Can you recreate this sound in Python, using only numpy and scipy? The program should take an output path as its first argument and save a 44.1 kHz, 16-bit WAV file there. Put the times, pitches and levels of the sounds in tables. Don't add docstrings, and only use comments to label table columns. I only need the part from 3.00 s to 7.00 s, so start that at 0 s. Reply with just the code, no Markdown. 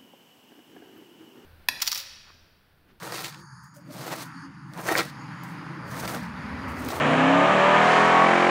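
import sys
import numpy as np
from scipy import signal
from scipy.fft import rfft, irfft
from scipy.io import wavfile
from scipy.ndimage import map_coordinates

SR = 44100
rng = np.random.default_rng(int(sys.argv[2]) if len(sys.argv) > 2 else 0)


def dump_mix(stems):
    frames = np.atleast_2d(stems).T
    limited = np.clip(frames, -1, 1)
    pcm = np.round(limited * 32767).astype(np.int16)
    wavfile.write(sys.argv[1], SR, pcm)


N = 176400


def undb(db):
    return 10 ** (np.asarray(db) / 20)


def unit(x):
    return x / np.sqrt(np.mean(x ** 2) + 1e-20)


def noise():
    return rng.standard_normal(N)


def curves(rows):
    times, *columns = np.array(rows, float).T
    return np.array([np.interp(np.arange(N) / SR, times, column) for column in columns])


def wander(per_s):
    return unit(np.interp(np.arange(N) / SR * per_s, np.arange(4096), rng.standard_normal(4096)))


def colour(x, points):
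    size = 8192
    hz, db = np.array(points, float).T
    freqs = np.maximum(np.fft.rfftfreq(size, 1 / SR), 1)
    gains = undb(np.interp(np.log(freqs), np.log(hz), db))
    cepstrum = irfft(np.log(gains))
    cepstrum[1:size // 2] *= 2
    cepstrum[size // 2 + 1:] = 0
    response = irfft(np.exp(rfft(cepstrum)))
    return signal.fftconvolve(x, response / np.linalg.norm(response))[:N]


def band(hz, width_hz):
    lowpass = signal.butter(4, width_hz / 2, fs=SR, output="sos")
    slow = signal.sosfilt(lowpass, noise() + 1j * noise())
    carrier = np.exp(2j * np.pi * np.cumsum(hz * np.ones(N)) / SR)
    return unit((slow * carrier).real)


def burst(start, rise_s, decay_s):
    age = np.arange(N) / SR - start
    return np.clip(age / rise_s, 0, 1) * np.exp(-np.clip((age - rise_s) / decay_s, 0, 50))


def die_away(hits, decay_s):
    return signal.lfilter([1], [1, -np.exp(-1 / (decay_s * SR))], hits)


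def flicker(x, depth_db, width_hz=260, per_s=22):
    freqs, times, spectrum = signal.stft(x, SR, nperseg=1024)
    chance = rng.standard_normal((256, 256))
    grid = np.meshgrid(freqs / width_hz, times * per_s, indexing="ij")
    db = depth_db * map_coordinates(chance, grid, order=1, mode="mirror")
    return signal.istft(spectrum * undb(db), SR)[1][:N]


# frequency in Hz, strength in dB.
DRONE_COLOUR = [(25, -40), (45, -32), (80, -23), (100, -13.5), (125, 2), (165, 2), (195, -2), (280, -36),
                (400, -30), (700, -77)]
MID_HISS_COLOUR = [(300, -32), (660, -41), (780, -17), (880, 2.5), (1250, 3.5), (1750, 1.5), (2000, -12.5),
                   (2400, -21), (2700, -40), (4000, -58)]
HIGH_HISS_COLOUR = [(3000, -43), (4150, -23), (4500, -0.5), (4950, -4), (5450, -12), (5750, -18),
                    (6500, -12), (7400, -23), (8300, -29), (8900, -21.5), (10600, -19.5), (11400, -30),
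                    (15500, -41)]
# time in seconds, level in dB.
DRONE_LEVEL = [(0, -47), (.66, -51), (.71, -59.5), (.79, -49.5), (.9, -45), (1.3, -47), (1.7, -42.5),
               (2.3, -40.5), (3.0, -38), (3.3, -44), (4, -45)]
# time in seconds, middle hiss in dB, high hiss in dB.
HISS_LEVEL = [(0, -46.5, -63), (.45, -52, -61), (.682, -52, -63), (.692, -58.5, -68.5), (.87, -62, -72),
              (1.25, -49, -60.5), (1.455, -46, -59), (1.48, -56, -68.5), (1.7, -53.5, -66),
              (2.1, -63, -60.5), (2.8, -45, -64), (4, -51, -59.5)]


def drone_and_hiss():
    mid_gain, high_gain = undb(curves(HISS_LEVEL) + 0.5 * wander(24.95))
    high_hiss = flicker(colour(noise(), HIGH_HISS_COLOUR), depth_db=4.0)
    drone = undb(curves(DRONE_LEVEL)[0]) * colour(noise(), DRONE_COLOUR)
    return drone + mid_gain * colour(noise(), MID_HISS_COLOUR) + high_gain * high_hiss


# pitch in Hz, width in Hz, relative level in dB.
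WHINES = [(4770, 270, -2), (6680, 390, 0.5), (9000, 430, -6), (10600, 600, -12.5)]
# time in seconds, gain in dB.
CHORUS_LEVEL = [(0, -67), (.66, -71), (.8, -85), (1.4, -69), (1.5, -84), (1.7, -81), (2.1, -75), (4, -78.5)]


def insects(drift=0.0078, throb_db=3.5):
    chorus = sum(undb(db + throb_db * wander(14)) * band(hz * (1 + drift * wander(4.3)), width)
                 for hz, width, db in WHINES)
    return undb(curves(CHORUS_LEVEL)[0]) * chorus


# frequency in Hz, strength in dB.
TYRE_COLOUR = [(40, -73), (150, -16.5), (290, 3.5), (350, -14), (430, -47), (620, -27), (790, -1),
               (1000, 1.5), (1400, -1), (2000, -3.5), (2600, -11.5), (3500, -20), (4700, -22), (5800, -30),
               (7700, -38.5), (9200, -35), (12000, -43), (15500, -46)]
# time in seconds, tyres in dB, roar in dB,
# exhaust pitch in Hz, exhaust in dB, rumble in dB.
APPROACH = [(0, -75, -91, 280, -62, -78), (.65, -71, -90, 280, -75, -61), (.9, -56.5, -59, 280, -47, -85),
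            (1.3, -47, -95, 285, -52.5, -74), (1.44, -52.5, -85, 278.2, -60, -64),
            (1.68, -55.5, -81, 275, -50.5, -67), (2.1, -45, -60.5, 270, -48.5, -64),
            (2.45, -42.5, -57.5, 280, -49.5, -78), (2.77, -43.5, -54, 315, -44, -62),
            (2.87, -43.5, -47.5, 265, -50.5, -48), (3.25, -41, -59, 195, -36.5, -54),
            (3.4, -40, -49.5, 225, -41, -42.5), (3.7, -37, -44.5, 240, -36.5, -42.5),
            (3.87, -41.5, -43, 272, -35.5, -41), (4, -42, -38, 300, -49, -43)]


def vehicle():
    tyres_db, roar_db, exhaust_hz, exhaust_db, rumble_db = curves(APPROACH)
    tyres = undb(tyres_db) * flicker(colour(noise(), TYRE_COLOUR), depth_db=2.0)
    roar = undb(roar_db) * band(hz=490, width_hz=350)
    exhaust = undb(exhaust_db) * band(exhaust_hz, width_hz=90)
    rumble = undb(rumble_db) * band(hz=86.8, width_hz=44)
    return tyres + roar + exhaust + rumble


# start in seconds, length in seconds, pitch in Hz, level in dB.
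HOOTS = [(.345, 0.12, 332, -52.5), (0.353, 0.087, 510, -59), (0.757, 0.049, 588, -49.5),
         (0.886, 0.036, 603, -44), (1.338, 0.058, 274, -40), (1.406, 0.13, 279, -42),
         (1.448, 0.082, 508, -62)]


def hoots(waver=0.0144, hoarseness=0.32):
    t = np.arange(N) / SR
    out = np.zeros(N)
    for start, length, hz, db in HOOTS:
        swell = np.sin(np.pi * np.clip((t - start) / length, 0, 1))
        pitch = hz * (1 + waver * wander(39.4))
        tone = np.sin(2 * np.pi * np.cumsum(pitch) / SR)
        rasp = hoarseness * band(hz, width_hz=130)
        out += undb(db) * swell * (tone + rasp) / np.hypot(1, hoarseness)
    return out


# start in seconds, pitch in Hz, level in dB.
BUMPS = [(0.947, 687, -40.5), (1.76, 870, -41.5), (1.783, 852, -42), (3.926, 802, -32.5), (3.966, 800, -33)]


def turf_bumps():
    return sum(undb(db) * burst(start, rise_s=0.0052, decay_s=0.015) * band(hz, width_hz=280)
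               for start, hz, db in BUMPS)


# start in seconds, level in dB.
STALK_BREAKS = [(0.205, -22), (0.2453, -25), (1.04, -34), (1.163, -19.5), (1.197, -32), (1.9245, -16),
                (1.9835, -11), (2.4355, -32), (3.0775, -20.5), (3.1485, -25), (3.887, -20)]
# frequency in Hz, strength in dB.
BREAK_COLOUR = [(1000, -10), (3000, -4), (5000, 0.5), (8000, -4.5), (11500, -5), (14000, 1.5)]


def stalk_breaks():
    level = sum(undb(db) * burst(start, rise_s=0.0001, decay_s=0.00027) for start, db in STALK_BREAKS)
    return colour(noise() * level, BREAK_COLOUR)


# time in seconds, relative level in dB.
TICK_LEVEL = [(0, -78), (1.7, -80), (2.1, -71), (4, -67)]


def settling_leaves(per_s=69, spread_db=0.5):
    hits = rng.random(N) < per_s / SR
    db = curves(TICK_LEVEL)[0] + spread_db * np.minimum(rng.exponential(size=N), 4)
    return die_away(hits * undb(db), decay_s=0.002)


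# pitch in Hz, relative level in dB, seconds to fade by 60 dB.
FAN_TONES = [(342, -15.5, 0.067), (507, -2.5, 0.041), (696, -1, 0.12), (779, 4, 0.07), (1020, 1, 0.089),
             (1356, 0.5, 0.075), (1427, -3.5, 0.091), (1615, 0.5, 0.047), (1850, 4, 0.075),
             (1923, -0.5, 0.15), (2100, -14, 0.074), (2376, -3.5, 0.085), (2590, -9.5, 0.3),
             (2840, -13, 0.21), (3740, -11.5, 0.13), (3880, -9, 0.17), (4390, -8, 0.22), (5260, -30, 0.12)]


def fan_ring(push, lowest_hz=265):
    t = np.arange(SR // 2) / SR
    ring = sum(undb(db - 60 * t / fade_s) * np.sin(2 * np.pi * hz * t) / np.sqrt(fade_s)
               for hz, db, fade_s in FAN_TONES)
    ring = signal.sosfilt(signal.butter(4, lowest_hz, "high", fs=SR, output="sos"), ring)
    return signal.fftconvolve(push, ring / np.linalg.norm(ring))[:N]


# start in seconds, level in dB.
SLAPS = [(0.023, -35), (0.124, -34), (0.181, -27), (1.887, -19), (1.891, -19), (1.953, -14.5), (1.961, -30),
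         (1.996, -17), (2.0052, -17), (2.0147, -24)]
# frequency in Hz, strength in dB.
SLAP_COLOUR = [(500, -37), (900, -12), (1300, 3.5), (2200, 2), (2700, -10.5), (3400, -35), (8000, -32)]


def tine_slaps(ring_db=-11.5):
    slaps = noise() * sum(undb(db) * burst(start, rise_s=0.00041, decay_s=0.0016) for start, db in SLAPS)
    return colour(slaps, SLAP_COLOUR) + undb(ring_db) * fan_ring(slaps)


# start in seconds, then relative levels in dB of knock, crack and tick.
SNAPS = [(0.051, -44, -36, -41), (0.1222, -25.5, -27.5, -31), (0.1555, -48, -27, -46),
         (0.191, -29, -30, -39), (0.2045, -44, -42, -33), (0.2412, -32, -35, -31), (0.245, -31, -22, -38),
         (0.255, -38, -25, -40), (0.2815, -43, -33, -34), (0.325, -60, -35.5, -60), (0.345, -57, -33, -62),
         (1.079, -26, -31, -44), (1.122, -30, -34, -41), (1.137, -24, -39, -43), (1.736, -43, -37.5, -41),
         (1.812, -54, -50, -33), (1.8877, -23, -30, -40), (1.9147, -15, -35, -30), (1.918, -19, -40, -45),
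         (1.9235, -19, -33, -37), (1.9521, -15, -31, -36), (1.977, -26, -17, -29), (1.9827, -36, -28, -35),
         (1.991, -18, -21, -30), (1.995, -18, -34, -38), (2.0065, -21, -25, -32), (2.916, -54, -49, -46),
         (2.999, -39, -40, -30), (3.055, -40, -31, -39), (3.0695, -45, -47, -34), (3.077, -24, -28, -39),
         (3.136, -40, -42, -34), (3.147, -25, -28.5, -37), (3.849, -45, -48, -31), (3.888, -23, -34, -31),
         (3.904, -18, -29, -45)]
SNAP_DECAY_S = [0.0023, 0.0016, 0.00093]


def tine_snaps():
    hits = np.zeros((3, N))
    for start, *levels_db in SNAPS:
        hits[:, int(start * SR)] += undb(levels_db)
    return [die_away(part, decay_s) for part, decay_s in zip(hits, SNAP_DECAY_S)]


# start in seconds, fade time in seconds, relative level in dB.
BRUSHES = [(0.626, .03, -59), (0.736, 0.028, -56.5), (0.756, 0.017, -57), (2.428, 0.025, -49),
           (2.477, 0.044, -55), (3.675, .05, -51)]


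def grass_brushes(rise_s=0.011):
    return sum(undb(db) * burst(start, rise_s, decay_s) for start, decay_s, db in BRUSHES)


def fractures(per_s=1700, decay_s=0.0004, spread_db=1.5, catch_db=2.5, catches_per_s=90):
    hits = rng.random(N) < per_s / SR
    sizes = undb(spread_db * np.minimum(rng.exponential(size=N), 5))
    power = die_away((hits * sizes) ** 2, decay_s / 2)
    catching = undb(catch_db * wander(catches_per_s))
    return unit(np.sqrt(power + 1e-12) * catching)


def scrape(drag, clicks, shared_grit, smooth):
    hiss = noise()
    texture = unit(smooth + shared_grit + 0.6 * fractures())
    return hiss * np.hypot(drag * texture, clicks)


def pull(rows, edge_s=0.021):
    t = np.arange(N) / SR
    start, end = rows[0][0], rows[-1][0]
    outside_s = np.maximum(np.maximum(start - t, t - end), 0)
    return undb(curves(rows)) * np.exp(-outside_s / edge_s)


# time in seconds, then relative levels in dB
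STROKES = [
    [(0.0, -46, -48.5, -53), (0.06, -34, -46, -42.5), (0.112, -36, -43, -45.5), (0.14, -35.5, -39.5, -43),
     (0.185, -41, -36, -40), (0.21, -35.5, -37, -41), (0.226, -39.5, -48, -43), (0.247, -41, -33, -39),
     (0.3, -54, -48.5, -49.5), (0.35, -70, -52, -68), (0.4, -65, -57, -59)],
    [(0.89, -60, -62, -58.5), (0.904, -53, -54, -59), (0.922, -53, -54, -50), (0.95, -41, -49, -46.5),
     (0.966, -45, -51, -51), (0.99, -40, -45, -48), (1.082, -31.5, -43.5, -42.5), (1.1, -36, -46, -45.5),
     (1.128, -26.5, -38, -40), (1.148, -38, -45.5, -45.5), (1.222, -37, -40, -40.5),
     (1.27, -58, -61, -54.5)],
    [(1.72, -52.5, -74, -65), (1.794, -32.5, -49, -47), (1.82, -39.5, -54, -48.5), (1.875, -30.5, -44, -40),
     (1.89, -22, -37, -35), (1.9, -26.5, -39, -37.5), (1.92, -24.5, -39, -38), (1.944, -28.5, -45, -39),
     (1.964, -28, -36, -36), (1.978, -25, -25, -38), (1.996, -21.5, -23, -33), (2.012, -25, -31, -42),
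     (2.03, -35, -41, -41.5), (2.1, -54, -50.5, -57.5)],
    [(2.88, -64, -60, -57), (2.924, -38, -50.5, -48.5), (2.988, -33.5, -44, -42), (3.003, -39, -40, -36.5),
     (3.025, -35, -52, -46), (3.056, -27.5, -38, -43), (3.066, -39, -49, -45), (3.083, -29.5, -38, -38),
     (3.122, -36, -50, -44.5), (3.152, -28.5, -50, -42), (3.158, -33, -44, -43.5), (3.26, -48, -54, -62)],
    [(3.78, -34, -58, -56), (3.788, -45, -55, -49), (3.842, -32, -49, -53), (3.848, -36, -55, -44),
     (3.88, -28, -45, -46), (3.888, -36, -35.5, -43), (3.9, -35, -38, -43), (3.912, -49, -37, -39),
     (3.924, -28, -43, -43), (3.956, -29, -45, -42), (4.0, -29.5, -50, -47)],
]
STROKE_RING_DB = [-12, -20, -11, -23, -27]
# frequency in Hz, strength in dB.
SOIL_COLOUR = [(30, -51), (120, -11), (240, -18.5), (330, 6), (390, -3.5), (470, 1.5), (680, 1), (900, -1),
               (1300, -1.5), (1900, -9.5), (2500, -13), (3500, -19.5), (7000, -54.5)]
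LEAF_COLOUR = [(1200, -17.5), (2200, 4.5), (2800, 0.5), (3300, 2), (4200, 5), (5200, 1), (6600, -6.5),
               (8000, -6.5), (12000, -17)]
GRASS_COLOUR = [(4000, -7.5), (6200, 2), (7300, -2), (9500, 0), (11700, -6), (13300, 0), (15500, -4)]


def rake(leaf_tick_db=-1, snap_ring_db=-9.5):
    grit = fractures()
    pulls = [pull(rows) for rows in STROKES]
    soil_drag, leaf_drag, grass_drag = sum(pulls)
    knock, crack, tick = tine_snaps()
    dull_clicks = crack + undb(leaf_tick_db) * settling_leaves()
    fine_clicks = tick + settling_leaves()
    soil = scrape(soil_drag, knock, grit, smooth=0.39)
    leaves = scrape(leaf_drag, dull_clicks, grit, smooth=1.0)
    grass = scrape(grass_drag + grass_brushes(), fine_clicks, grit, smooth=0.27)
    ground = (undb(-4.5) * colour(soil, SOIL_COLOUR)
              + undb(-3.1) * colour(leaves, LEAF_COLOUR)
              + undb(-1.6) * colour(grass, GRASS_COLOUR))
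    pressure = sum(undb(db) * np.hypot(on_soil, on_leaves)
                   for db, (on_soil, on_leaves, _) in zip(STROKE_RING_DB, pulls))
    push = pressure * grit + undb(snap_ring_db) * knock
    return ground + fan_ring(noise() * push)


def yard(x, fade_s=0.11, echo_db=-16.5, delay_s=0.006):
    t = np.arange(SR // 2) / SR
    tail = rng.standard_normal(len(t)) * undb(-60 * t / fade_s) * (t > delay_s)
    return x + undb(echo_db) * signal.fftconvolve(x, tail / np.linalg.norm(tail))[:N]


def scene():
    raking = rake() + tine_slaps() + stalk_breaks() + turf_bumps()
    return (yard(raking + hoots()) + drone_and_hiss() + vehicle() + insects())[None]


def record(dry, top_hz=15650):
    return signal.sosfilt(signal.ellip(10, .2, 80, top_hz, fs=SR, output="sos"), dry)


dry = scene()
out = record(dry)
dump_mix(out)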